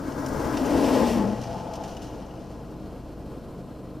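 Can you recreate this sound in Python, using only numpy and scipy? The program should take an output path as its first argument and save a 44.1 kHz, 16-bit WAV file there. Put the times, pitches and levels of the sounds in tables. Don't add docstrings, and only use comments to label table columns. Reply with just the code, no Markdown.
import sys
import numpy as np
from scipy import signal
from scipy.fft import rfft, irfft
from scipy.io import wavfile

SR = 44100
rng = np.random.default_rng(int(sys.argv[2]) if len(sys.argv) > 2 else 0)


def transcribe(u):
    v = np.clip(np.atleast_2d(u).T, -1, 1)
    q = np.round(v * 32767).astype(np.int16)
    wavfile.write(sys.argv[1], SR, q)


N = 176400

# (multiple of the firing rate, level [dB])
ENGINE_ORDERS = [(1, -57.5), (2, -49.5), (3, -56), (5, -51), (7, -52), (10, -53.5)]
# (frequency [Hz], relative level [dB])
WIND_EQ = [(20, -7), (42, -9), (70, -1), (190, 1.5), (300, 0.5), (400, -5), (490, -3.5), (680, -6.5),
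           (900, -17.5), (1100, -16.5), (1450, -20), (1800, -29), (2400, -32.5), (3050, -30.5),
           (3700, -35.5), (4200, -29.5), (4750, -36), (5200, -33.5), (5800, -41), (8000, -35),
           (10000, -39.5), (13500, -40), (15500, -58)]
# (frequency [Hz], left minus right [dB])
WIND_PAN = [(55, -2.5), (200, 3), (310, -1), (880, 0.5), (2200, 4), (3500, 0.7)]

# (time [s], level [dB])
AHEAD_FADER = [(0, -44), (.3, -38), (.47, -35.5), (.58, -38.5), (.8, -38), (1.1, -58), (4, -87)]
# (frequency [Hz], relative level [dB])
AHEAD_EQ = [(20, 2), (58, 8.5), (150, 5.5), (700, -10.5), (900, 0.5), (1100, -4.5), (1380, -2),
            (1600, -1.5), (1850, -16), (2250, -15), (2550, -34), (5500, -17), (15000, -29.5)]
# (frequency [Hz], left minus right [dB])
AHEAD_PAN = [(100, -1), (650, 31), (870, -9), (1100, 9), (1270, 43), (1420, 6), (1600, 15), (1830, -1),
             (3000, -0.5)]
# (time [s], level [dB])
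BESIDE_FADER = [(0, -39.5), (.46, -29), (.61, -29.5), (.73, -24.5), (1.03, -23), (1.13, -28), (1.2, -27),
                (1.3, -31.5), (1.5, -47.5), (2.2, -45.5), (4, -86)]
# (frequency [Hz], relative level [dB])
BESIDE_EQ = [(20, -32), (58, -0.5), (85, -9.5), (130, -4), (165, -10.5), (215, 0.5), (325, 4), (375, -4.5),
             (470, -1), (640, -1.5), (740, -8.5), (850, -5.5), (930, -10.5), (1050, -11.5), (1400, -19.5),
             (1600, -21), (2000, -24), (3000, -59), (15000, -83)]
# (frequency [Hz], left minus right [dB])
BESIDE_PAN = [(60, 1), (115, 2), (175, 12), (325, 1.5), (410, 7), (620, 7), (700, 2.5), (880, 5.5),
              (1270, 7.5), (1420, 7), (1600, 5), (1850, 7.5), (3000, -7)]
# (time [s], level [dB])
BEHIND_FADER = [(0, -91), (1.1, -39.5), (1.38, -43), (1.48, -36.5), (1.8, -37), (2.1, -47), (2.6, -51.5),
                (4, -75)]
# (frequency [Hz], relative level [dB])
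BEHIND_EQ = [(30, -22), (180, 2.5), (380, -20), (500, -1), (590, -13), (670, 6), (730, -3), (790, -2),
             (880, -2.5), (970, -15), (1400, -19), (2000, -41), (15000, -62)]
# (frequency [Hz], left minus right [dB])
BEHIND_PAN = [(60, 1), (520, 7.5), (880, 1), (1250, 13.5), (2500, 13)]
# (time [s], upper tone level [dB], lower tone level [dB])
DRONE_FADER = [(0, -43.5, -50.5), (.15, -35, -46), (.5, -36, -42.5), (.72, -29, -48), (.92, -25, -47),
               (1.2, -23, -40.5), (1.37, -32.5, -37.5), (1.43, -43, -37), (1.65, -49.5, -52),
               (2.6, -53.5, -60)]

# (time [s], level [dB])
HISS_FADER = [(0, -57.5), (.2, -57), (.48, -48.5), (.7, -42.5), (.93, -37), (1.04, -39.5), (1.11, -37),
              (1.22, -50), (1.4, -55.5), (4, -88)]
# (frequency [Hz], relative level [dB])
HISS_EQ = [(200, -26), (1200, -0.5), (2200, 3), (3000, 5), (3800, -1), (5400, 2.5), (6700, -4),
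           (7700, -1.5), (10000, -6.5), (14000, -11.5), (16000, -18)]
# (frequency [Hz], left minus right [dB])
HISS_PAN = [(4000, 0.5), (6000, 2.5), (7200, -2.5), (10300, 3.5), (14000, 1)]
# (time [s], level [dB])
PATTER_FADER = [(0, -72), (.9, -62), (1.2, -50.5), (1.35, -54), (1.47, -49), (1.7, -57.5), (1.87, -54),
                (2.18, -57.5), (2.28, -61), (2.7, -65), (4, -70.5)]
# (frequency [Hz], relative level [dB])
PATTER_EQ = [(300, -19), (1500, 6), (2150, -3), (2700, 3), (2950, 6.5), (3450, -1.5), (4500, 0), (5500, 2),
             (6250, 1), (7100, -6), (10000, -13), (15000, -26)]
# (time [s], level before EQ [dB], decay [s], tilt [dB per octave])
SPLAT_HITS = [(.119, -46, 0.0072, 2), (0.2603, -37.5, 0.0048, 8.5), (.283, -47, 0.0088, 13),
              (0.5696, -34, 0.0092, -0.5), (0.656, -40.5, 0.0091, 8), (1.414, -44, 0.0093, 5),
              (1.434, -43.5, 0.0088, 2), (1.734, -42, 0.0099, 5), (1.753, -42, 0.0095, 5),
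              (1.835, -44, .02, 4.5), (1.875, -51, 0.067, 6.5), (1.9665, -46, 0.0059, 6),
              (2.018, -47.5, 0.04, 4.5)]
# (time [s], level [dB])
TICK_HITS = [(1.968, -40.5), (2.02, -55), (2.07, -53.5), (2.13, -57), (2.19, -54), (2.249, -60),
             (2.31, -55.5), (2.38, -54)]

# (frequency [Hz], left-right likeness [0-1], left lead [rad])
STEREO_IMAGE = [(40, .9995, 0), (150, .96, 0), (900, .965, 0), (1350, .93, 0), (2800, .996, 0),
                (4900, .99, 0), (6200, .78, .4), (7300, .42, 1.2), (8300, .38, 2.8), (9400, .18, 3.8),
                (10500, .27, 4.9), (12400, .63, 5.95), (14000, .94, 6.28)]
# (frequency [Hz], width [Hz], boost [dB])
CABIN_RESONANCES = [(460, 110, 2.5), (859, 24.4, 5), (1018, 71, 6.5), (2455, 230, 2)]

TIME_S, BIN_HZ = np.arange(N) / SR, np.fft.rfftfreq(N, 1 / SR)


def amp(db):
    return 10 ** (np.asarray(db) / 20)


def unit(x):
    return x / np.sqrt(np.mean(x ** 2) + 1e-20)


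def curve(table, column=1):
    columns = np.transpose(table)
    return np.interp(np.log(BIN_HZ + 1), np.log(columns[0] + 1), columns[column])


def fader(table, column=1):
    columns = np.transpose(table)
    return amp(np.interp(TIME_S, columns[0], columns[column]))


def wander(rate_hz):
    return unit(irfft(rfft(rng.standard_normal(N)) * np.exp(-(BIN_HZ / rate_hz) ** 2), N))


def stereo(pair, eq, pan=None):
    left, unrelated = rfft(pair)
    likeness = np.clip(curve(STEREO_IMAGE), 0, 1)
    right = likeness * left + np.sqrt(1 - likeness ** 2) * unrelated
    spectra = np.array([left, right * np.exp(-1j * curve(STEREO_IMAGE, column=2))])
    if pan is not None:
        lean = amp(np.outer([.5, -.5], curve(pan)))
        spectra = spectra * lean / lean.mean(0)
    return irfft(spectra * unit(amp(curve(eq))), N)


def rush(eq, pan, flutter_db, flutter_hz):
    return stereo(rng.standard_normal((2, N)), eq, pan) * amp(flutter_db * wander(flutter_hz))


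def rough_tone(hz, spread_hz, steady):
    beating = wander(spread_hz) + 1j * wander(spread_hz)
    beating = beating / (abs(beating) + 0.28) ** steady
    carrier = np.exp(2j * np.pi * np.cumsum(hz * np.ones(N)) / SR)
    return unit((beating * carrier).real)


def panned(x, left_db):
    return x * amp(np.array([[.5], [-.5]]) * left_db)


def engine_idle(firing_hz=26.14, waver=0.00807):
    firings = np.cumsum(firing_hz * (1 + waver * wander(rate_hz=4.25))) / SR
    hum = np.zeros(N)
    for order, db in ENGINE_ORDERS:
        swell = amp(db + 2 * wander(rate_hz=2.6))
        hum += swell * np.sqrt(2) * np.sin(2 * np.pi * (order * firings + rng.random()))
    fan = amp(-50.5) * rough_tone(hz=309.5, spread_hz=4.5, steady=0.83)
    return panned(hum, left_db=1.5) + fan


def wind():
    return amp(-41) * rush(WIND_EQ, WIND_PAN, flutter_db=1.0, flutter_hz=25)


def tyre_roar():
    ahead = rush(AHEAD_EQ, AHEAD_PAN, flutter_db=1.7, flutter_hz=22) * fader(AHEAD_FADER)
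    beside = rush(BESIDE_EQ, BESIDE_PAN, flutter_db=0.5, flutter_hz=35) * fader(BESIDE_FADER)
    behind = rush(BEHIND_EQ, BEHIND_PAN, flutter_db=-0.2, flutter_hz=30) * fader(BEHIND_FADER)
    return ahead + beside + behind


def tyre_drone(upper_hz=245, lower_hz=130.86, doppler=.115, pass_s=1.02, bend_s=.06):
    along = (TIME_S - pass_s) / bend_s
    receding = along / np.hypot(1, along)
    bend = 1 - doppler * receding
    coming = rough_tone(upper_hz * bend, spread_hz=44, steady=0.24) * np.sqrt((1 - receding) / 2)
    going = rough_tone(upper_hz * bend, spread_hz=25, steady=0.41) * np.sqrt((1 + receding) / 2)
    upper = (coming + going) * fader(DRONE_FADER)
    lower = rough_tone(lower_hz * bend, spread_hz=12.25, steady=0.62) * fader(DRONE_FADER, column=2)
    return panned(upper, left_db=5) + panned(lower, left_db=4.5)


def spray(drops_per_s=4400, drop_spread_db=3.5, energy_decay_s=0.0011):
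    hiss = rush(HISS_EQ, HISS_PAN, flutter_db=0.8, flutter_hz=35) * fader(HISS_FADER)
    landings = rng.random(N) < drops_per_s / SR
    drops = landings * amp(drop_spread_db * np.minimum(rng.exponential(1, N), 4))
    energy = signal.lfilter([1], [1, -np.exp(-1 / (energy_decay_s * SR))], drops ** 2)
    grains = unit(np.sqrt(abs(energy)) * rng.standard_normal((2, N)))
    patter = stereo(grains, PATTER_EQ) * amp(0.83 * wander(rate_hz=27))
    return hiss + patter * fader(PATTER_FADER)


def splats(attack_s=0.0028):
    octaves = np.log2((BIN_HZ + 500) / 5000)
    bursts = np.zeros((2, N))
    for start, db, decay_s, tilt_db in SPLAT_HITS:
        age = np.maximum(TIME_S - start, 0)
        envelope = np.minimum(age / attack_s, 1) * np.exp(-np.maximum(age - attack_s, 0) / decay_s)
        noise = irfft(rfft(rng.standard_normal((2, N))) * amp(tilt_db * octaves), N)
        bursts += noise * amp(db) * envelope
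    return stereo(bursts, PATTER_EQ)


def drop_ticks(attack_s=0.0017, decay_s=0.0052):
    envelope = np.zeros(N)
    for peak_s, db in TICK_HITS:
        age = TIME_S - peak_s
        attack = np.clip(age / attack_s + 1, 0, 1)
        envelope += amp(db) * attack * np.exp(-np.maximum(age, 0) / decay_s)
    return envelope * rough_tone(hz=2905, spread_hz=60, steady=0.54)


def cabin(x, wet_db=-10.5, decay_s=0.0084, low_cut_hz=1800):
    boost_db = sum(db / (1 + (2 * (BIN_HZ - hz) / width) ** 2) for hz, width, db in CABIN_RESONANCES)
    boomy = irfft(rfft(x) * amp(boost_db), N)
    delay_s = np.arange(SR // 12) / SR
    echoes = rng.standard_normal(len(delay_s)) * np.exp(-delay_s / decay_s) * (delay_s > .002)
    echoes = signal.sosfilt(signal.butter(2, low_cut_hz, "high", fs=SR, output="sos"), echoes)
    wet = signal.fftconvolve(boomy, echoes[None] / np.linalg.norm(echoes), axes=1)[:, :N]
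    return boomy + amp(wet_db) * wet


def scene():
    return cabin(engine_idle() + wind() + tyre_roar() + spray() + splats()) + tyre_drone() + drop_ticks()


def record(dry):
    high_cut = signal.firwin(511, cutoff=15600, window=("kaiser", 9), fs=SR)
    return signal.oaconvolve(dry, high_cut[None], "same")


dry = scene()
out = record(dry)
transcribe(out)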